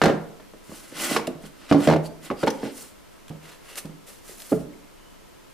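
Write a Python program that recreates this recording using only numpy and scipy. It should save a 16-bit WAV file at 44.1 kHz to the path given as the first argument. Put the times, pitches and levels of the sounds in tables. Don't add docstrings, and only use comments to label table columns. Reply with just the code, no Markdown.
import sys
import numpy as np
from scipy import signal
from scipy.fft import rfft, irfft, next_fast_len
from scipy.io import wavfile
from scipy.ndimage import uniform_filter1d

SR = 44100
rng = np.random.default_rng(int(sys.argv[2]) if len(sys.argv) > 2 else 0)


def master(y):
    cut = np.clip(np.atleast_2d(y).T, -1, 1)
    pcm = np.round(cut * 32767)
    wavfile.write(sys.argv[1], SR, pcm.astype(np.int16))


N = 244049

# (frequency [Hz], relative level [dB], t60 [s])
DRAWER_MODES = [(75, -34, .3), (157, -10, .23), (208, -6, .15), (284, 0, .16), (340, -13, .14),
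                (452, -14, .17), (560, -16, .16), (630, -9, .15), (790, -16, .12), (1040, -19, .13),
                (1350, -15, .13)]
# (frequency [Hz], relative density [dB])
THUD_SPECTRUM = [(25, -14), (70, -20), (120, -15.5), (200, -3.5), (300, -2), (480, -3), (620, -9),
                 (1200, -62)]
CLACK_SPECTRUM = [(200, -26), (420, -5), (620, 2.5), (900, -2), (1150, -5.5), (1500, -9.5), (2100, -12),
                  (3000, -17), (6000, -48), (16000, -73)]


def amp(db):
    return 10 ** (np.asarray(db) / 20)


def unit(x):
    return x / np.sqrt(np.mean(x ** 2) + 1e-20)


def unit_attack(x):
    return x / np.sqrt(np.mean(x[..., :SR // 50] ** 2) + 1e-20)


def along(points, hz):
    frequencies, values = np.transpose(points)
    return np.interp(np.log(hz + 1), np.log(frequencies + 1), values)


def add(track, s, sound):
    part = track[:, max(0, round(s * SR)):][:, :sound.shape[-1]]
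    part += sound[..., :part.shape[-1]]


def filtered(x, response):
    size = next_fast_len(x.shape[-1] + 8192)
    return irfft(rfft(x, size) * response(np.fft.rfftfreq(size, 1 / SR)), size)[..., :x.shape[-1]]


def coloured(x, spectrum, size=4096):
    cepstrum = irfft(np.log(amp(along(spectrum, np.fft.rfftfreq(size, 1 / SR)))))
    cepstrum[1:size // 2] *= 2
    cepstrum[size // 2 + 1:] = 0
    impulse_response = irfft(np.exp(rfft(cepstrum)))
    return signal.fftconvolve(x, impulse_response[None], axes=1)[:, :x.shape[-1]]


def peaked(spectrum, hz, peak_db, octaves):
    grid = np.geomspace(50, 16000, 200)
    peak = peak_db / (1 + (np.log2(grid / hz) / octaves) ** 2)
    return np.column_stack([grid, along(spectrum, grid) + peak])


def noise(n, wide_db=0, width=None):
    # (frequency [Hz], side against mid [dB])
    default_width = [(100, -14), (500, -14), (2000, -14), (6000, -12), (12000, -6)]
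    mid, side = rng.standard_normal((2, n))
    side = filtered(side, lambda hz: amp(along(width or default_width, hz) + wide_db))
    return np.array([mid + side, mid - side])


def burst(spectrum, t60, push=0, rise=1 / SR):
    t = np.arange(SR // 6) / SR
    drive = noise(len(t)) * amp(-60 * t / t60) * (1 - np.exp(-t / rise))
    drive[:, 0] += push * np.linalg.norm(drive[0])
    return unit_attack(coloured(drive, spectrum))


def ring(modes, scatter_db, reach_hz):
    t = np.arange(SR // 3) / SR
    hz, db, t60 = np.transpose(modes)[:, :, None]
    strength = amp(db + scatter_db * rng.standard_normal(db.shape)) / (1 + (hz / reach_hz) ** 3)
    sign = (-1) ** np.arange(len(hz))[:, None]
    decay = amp(-60 * t / t60)
    return unit_attack(np.sum(sign * strength * decay * np.sin(2 * np.pi * hz * t), axis=0))


def grit(rate, rough_db, clump_db=2.0, clump_rate=90):
    catches, clumps = rng.standard_normal((2, N))
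    n = np.arange(N)
    fast_db = rough_db * np.interp(n * rate / SR, n, catches)
    slow_db = clump_db * np.interp(n * clump_rate / SR, n, clumps)
    return noise(N) * amp(fast_db + slow_db)


def friction_gains(moves, exponent=1.43):
    t = np.arange(N) / SR
    gains = np.zeros((2, N))
    for s, rise, fall, db, treble_db in moves:
        speed = np.clip(np.minimum(1 + (t - s) / rise, 1 - (t - s) / fall), 0, 1)
        gains = np.maximum(gains, amp([[db], [db + treble_db]]) * speed ** exponent)
    return gains


def background(air_db, hum_db):
    # (frequency [Hz], relative density [dB])
    air_spectrum = [(12, -36), (20, 9.5), (41, 2), (85, -4.5), (191, -4), (324, -1.5), (705, -5), (767, -9),
                    (906, -6), (2680, -12), (3000, -12), (3640, -14.5), (4310, -15), (14300, -21.5),
                    (15500, -66)]
    # (frequency [Hz], side against mid [dB])
    air_width = [(30, -4.5), (100, 10), (400, 5.5), (2000, -4), (12000, -1.5)]
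    # (frequency [Hz], relative level [dB])
    partials = [(199.2, -70.5), (899.0, -75), (1001, -71), (1303, -70.5), (2099, -76)]
    t = np.arange(N) / SR
    hum = sum(amp(db + hum_db) * np.sin(2 * np.pi * (hz * t + rng.random())) for hz, db in partials)
    return amp(air_db) * unit(coloured(noise(N, width=air_width), air_spectrum)) + hum


def rustle(level_db, crossover_hz):
    # (frequency [Hz], relative density [dB])
    paper_spectrum = [(150, -25), (350, 7.5), (1000, 0.5), (2000, 3), (3000, -1), (5000, -3.5),
                      (8000, -4.5), (11000, -3.5), (13000, -10), (15500, -14)]
    # (time of top speed [s], rise [s], fall [s], level [dB], treble against the rest [dB])
    brushes = [(3.48, 0.099, .18, -43, -5.5), (3.72, 0.17, 0.089, -42.5, -1.5),
               (3.78, 0.03, 0.041, -35.5, 6.5), (4.078, .022, 0.18, -47.5, 5.5),
               (4.296, 0.095, .1, -45, 6.5), (4.41, .09, .08, -49.5, 11), (4.51, 0.39, 0.17, -48.5, 9)]
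    brushing = amp(level_db) * unit(coloured(grit(rate=640, rough_db=1.5), paper_spectrum))
    treble = filtered(brushing, lambda hz: hz ** 4 / (hz ** 4 + crossover_hz ** 4))
    soft_gain, crisp_gain = friction_gains(brushes)
    return soft_gain * (brushing - treble) + crisp_gain * treble


def ticks():
    # (time [s], level [dB], t60 [s])
    touches = [(1.2697, -38.5, .022), (1.871, -47, 0.012), (2.464, -45, 0.022), (2.503, -41.5, 0.02),
               (3.281, -52.5, 0.016), (3.293, -53.5, 0.016), (3.756, -45, .008), (3.776, -39, .031),
               (3.854, -54, 0.026), (4.4027, -50, 0.0027), (4.42, -47, 0.0045)]
    # (frequency [Hz], relative density [dB])
    snap_spectrum = [(200, -52), (700, -6), (1500, 11), (3000, 15.5), (6000, 7.5), (11000, 7), (16000, -6)]
    out = np.zeros((2, N))
    for s, db, t60 in touches:
        add(out, s, amp(db) * burst(snap_spectrum, t60=t60, rise=t60 / 10))
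    return out


def squeaks(half_width_hz):
    # (time of peak [s], frequency [Hz], level [dB], Gaussian half-length [s])
    chirps = [(1.845, 7450, -42, .0092), (2.061, 4520, -44.5, 0.011), (2.41, 4730, -52, 0.039),
              (2.505, 4950, -34.5, 0.0027), (2.506, 5950, -37.5, 0.0054), (3.72, 2780, -54, .056),
              (4.737, 2280, -46.5, 0.0035), (5.056, 3000, -66, 0.11)]
    out = np.zeros((2, N))
    t = np.arange(SR // 2) / SR
    centre = t.mean()
    for s, hz, db, half_length in chirps:
        tone = unit(filtered(noise(len(t)), lambda f: 1 / (1 + ((f - hz) / half_width_hz) ** 2)))
        add(out, s - centre, amp(db) * tone * np.exp(-((t - centre) / half_length) ** 2))
    return out


def slides(grind_db, hiss_db):
    # (time of top speed [s], rise [s], fall [s], level [dB], hiss against grinding [dB])
    strokes = [(0.745, 0.15, 0.41, -50.5, 3), (1.0, .08, .12, -32, -5), (1.054, 0.13, 0.17, -30, 1),
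               (1.149, 0.27, 0.054, -29, -5), (1.46, 0.08, .045, -50.5, 0),
               (1.62, 0.092, 0.23, -50.5, -9.5), (1.706, 0.041, 0.059, -40.5, -7.5),
               (1.856, 0.12, 0.062, -36.5, -2.5), (2.062, 0.044, 0.025, -46, 1.5),
               (2.255, 0.048, 0.062, -43.5, -1), (2.425, 0.078, 0.026, -41.5, -5),
               (2.55, 0.15, .1, -61.5, 9), (2.66, .12, 0.11, -43.5, -7), (2.79, 0.12, 0.16, -51, 9)]
    # (frequency [Hz], relative density [dB])
    grind_spectrum = [(88, -27.5), (150, -1.5), (325, 7.5), (442, -5.5), (548, 2), (941, -1.5),
                      (1080, -10.5), (1520, 3), (1640, -12), (2270, 0), (6000, -9.5), (7800, -70),
                      (13200, -120)]
    hiss_spectrum = [(2000, -15.5), (4500, -7), (7000, -3), (10500, -3), (13000, -10.5), (16000, -12.5)]
    # (frequency [Hz], bandwidth [Hz], relative level [dB])
    block_modes = [(1035, 97, 2), (2020, 170, 5.5), (1998, 24, 10.5), (2260, 30, -27), (3240, 29, 8),
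                   (4430, 26, -7), (5250, 100, -10), (6700, 72, -27), (7060, 97, -6), (8200, 200, -5),
                   (9300, 120, -7), (10100, 48, -11), (10260, 120, -21)]

    def block_response(f):
        return sum((-1) ** k * amp(db) * 1j * f * width / (hz * hz - f * f + 1j * f * width)
                   for k, (hz, width, db) in enumerate(block_modes))

    catches = grit(rate=1800, rough_db=1.5)
    resonance = unit(filtered(catches, block_response))
    grind = amp(grind_db) * (unit(coloured(catches, grind_spectrum)) + .5 * resonance)
    hiss = amp(hiss_db) * unit(coloured(grit(rate=410, rough_db=1.0), hiss_spectrum))
    grind_gain, hiss_gain = friction_gains(strokes)
    return grind_gain * grind + hiss_gain * hiss


def bumps(boom_db, thud_db, clack_db):
    # (time [s], level [dB])
    pushes = [(0.689, -38), (1.35, -35.5), (1.434, -34.5), (3.302, -27), (3.346, -37.5), (3.846, -30),
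              (3.890, -36.5)]
    out = np.zeros((2, N))
    for s, db in pushes:
        add(out, s, amp(db + boom_db) * ring(DRAWER_MODES, scatter_db=3.5, reach_hz=96))
        add(out, s, amp(db + thud_db) * burst(THUD_SPECTRUM, t60=0.18, rise=0.0013))
        add(out, s, amp(db + clack_db) * burst(CLACK_SPECTRUM, t60=0.14, rise=.003))
    return out


def landing(ring_db, thud_db):
    # (time [s], level [dB])
    edges = [(4.517, -29), (4.5208, -16.5), (4.5232, -14), (4.528, -14)]
    # (frequency [Hz], relative level [dB], t60 [s])
    shelf_modes = [(62.6, -13, 0.62), (143, -11.5, 0.33), (172.6, -6, 0.32), (228, 1.5, 0.057),
                   (312, 5.5, 0.075), (439, 2, 0.2), (567, -3, 0.046), (645, 3.5, 0.055), (716, -1, .05),
                   (1387, -9, 0.082)]
    # (frequency [Hz], relative density [dB])
    blow_spectrum = [(25, -27), (100, -10), (230, 8), (450, 8), (680, 0), (800, -10), (950, -19.5),
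                     (1500, -23.5), (2400, -32.5), (6000, -60)]
    out = np.zeros((2, N))
    for s, db in edges:
        add(out, s, amp(db + ring_db) * ring(shelf_modes, scatter_db=3.0, reach_hz=1500))
        add(out, s, amp(db + thud_db) * burst(blow_spectrum, t60=0.07, push=1.43))
    return out


def knocks(boom_db, thud_db, clack_db, crack_db):
    # (time [s], level [dB], hardness [0 flat face - 1 sharp corner],
    # floor against block [dB], floor excitation cutoff [Hz], clack pitch [Hz], contacts [count], gap [s])
    strikes = [ (0.0165, -11.5, 0.73, -1, 223, 1510, 3, .0198),
               (0.065, -17.5, 0.19, 0.5, 238, 1440, 2, .031), (0.399, -52.5, 0.74, -3, 600, 455, 1, 0),
               (0.536, -46.5, 0.26, -11, 600, 474, 1, 0), (0.717, -43, .2, 2, 300, 1205, 1, 0.0096),
               (0.922, -43.5, 0.16, -4, 500, 483, 1, 0), (1.112, -29, 0.31, 4, 690, 660, 2, .038),
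               (1.1635, -24, 0.8, -19, 700, 1090, 1, 0), (1.194, -35.5, 0.74, -13, 400, 800, 1, 0),
               (1.276, -27, 0.18, -8, 600, 630, 1, 0), (1.713, -15, 0.34, 7.5, 930, 666, 2, .0317),
               (1.7237, -19, 0.67, 3.5, 900, 1110, 1, 0), (1.804, -31, .35, -13, 500, 640, 1, 0),
               (1.8731, -16.5, 0.57, 6, 313, 610, 5, .0128), (1.9355, -19, 0.41, -1, 170, 556, 2, .0255),
               (2.302, -27.5, 0.4, -20, 900, 1150, 2, 0.0096), (2.430, -30, 0.48, 4, 500, 1340, 1, 0),
               (2.434, -20, 0.5, -12, 400, 590, 1, 0), (2.471, -26, 0.69, -15, 700, 960, 1, 0),
               (2.476, -22.5, 0.64, -9, 700, 880, 1, 0), (2.631, -30.5, 0.17, 2.5, 400, 463, 3, 0.022),
               (4.292, -46.5, 0.074, -18, 600, 453, 1, 0)]
    # (frequency [Hz], relative density [dB])
    crack_spectrum = [(600, -8.5), (1500, 8.5), (2600, 1.5), (4000, -0.5), (5500, -3), (8000, -13),
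                      (11000, -17.5), (16000, -27)]
    settle_db_per_s, rebound_hz, spread_octaves = 147, 680, 0.21
    thud_slope_db, clack_slope_db, crack_slope_db = -1.5, 10, 44
    out = np.zeros((2, N))
    for start, strength_db, hardness, floor_db, reach_hz, pitch_hz, contacts, gap in strikes:
        edge = hardness - .5
        for k in range(contacts):
            s = start + k * gap
            db = strength_db - settle_db_per_s * k * gap
            clack_hz = rebound_hz * 2 ** (spread_octaves * rng.standard_normal()) if k else pitch_hz
            block_spectrum = peaked(CLACK_SPECTRUM, clack_hz, peak_db=12.0, octaves=0.16)
            boom = ring(DRAWER_MODES, scatter_db=1.0, reach_hz=reach_hz)
            thud = burst(THUD_SPECTRUM, t60=0.13, push=0.043)
            clack = burst(block_spectrum, t60=.055, push=.8)
            crack = burst(crack_spectrum, t60=0.05, rise=0.001)
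            add(out, s, amp(db + floor_db + boom_db) * boom)
            add(out, s, amp(db + thud_slope_db * edge + thud_db) * thud)
            add(out, s, amp(db + clack_slope_db * edge + clack_db) * clack)
            add(out, s, amp(db + crack_slope_db * edge + crack_db) * crack)
    return out


def walls(x, echo_db, count=8):
    delays = rng.uniform(.0005, .007, (2, count))
    echoes = np.zeros((2, SR // 100))
    np.put_along_axis(echoes, (delays * SR).astype(int), rng.choice([-1, 1], (2, count)), axis=1)
    treble = filtered(x, lambda hz: hz ** 2 / (hz ** 2 + 1500 ** 2))
    return amp(echo_db) / np.sqrt(count) * signal.fftconvolve(treble, echoes, axes=1)[:, :N]


def room(x, delay, places=12):
    # (frequency [Hz], t60 [s])
    decay_times = [(80, 0.34), (200, 0.63), (500, 0.54), (1200, 0.46), (3000, 0.34), (10000, 0.29)]
    out = np.zeros((2, N))
    for part in np.array_split(np.arange(N), places):
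        hz, t, bands = signal.stft(noise(SR * 2 // 3, wide_db=7.5), SR, nperseg=256)
        decay = amp(-60 * t / along(decay_times, hz)[:, None])
        tail = signal.istft(bands * decay, SR, nperseg=256)[1]
        tail /= np.linalg.norm(tail[0])
        add(out, part[0] / SR + delay, signal.fftconvolve(x[:, part], tail, axes=1))
    return out


def scene():
    # (frequency [Hz], left minus right [dB])
    balance = [(30, 1.5), (100, -3.5), (280, -3.8), (600, -1), (1500, -.3), (12000, -.5)]
    direct = knocks(boom_db=-5.0, thud_db=-1, clack_db=-2.5, crack_db=-16.5) + ticks()
    direct += bumps(boom_db=-6.5, thud_db=-13.5, clack_db=-20)
    direct += landing(ring_db=-7.5, thud_db=-5.0)
    direct += slides(grind_db=0, hiss_db=-1) + squeaks(half_width_hz=140)
    direct += rustle(level_db=-2.5, crossover_hz=4840)
    direct = signal.sosfilt(signal.butter(2, 60, "high", fs=SR, output="sos"), direct)
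    heard = direct + walls(direct, echo_db=-5) + amp(-8) * room(direct, delay=.007)
    heard = filtered(heard, lambda hz: amp(np.outer([1, -1], along(balance, hz)) / 2))
    return heard + background(air_db=-49.0, hum_db=3.0)


def limited(x, ceiling_db, release_db_per_s, smooth_samples=40):
    over_db = np.maximum(20 * np.log10(np.abs(x).max(0) + 1e-9) - ceiling_db, 0)
    recovery_db = release_db_per_s * np.arange(N) / SR
    duck_db = np.maximum.accumulate(over_db + recovery_db) - recovery_db
    return x * amp(-uniform_filter1d(duck_db, smooth_samples))


def record(dry):
    return filtered(limited(dry, ceiling_db=-4.5, release_db_per_s=154), lambda hz: hz < 15500)


dry = scene()
out = record(dry)
master(out)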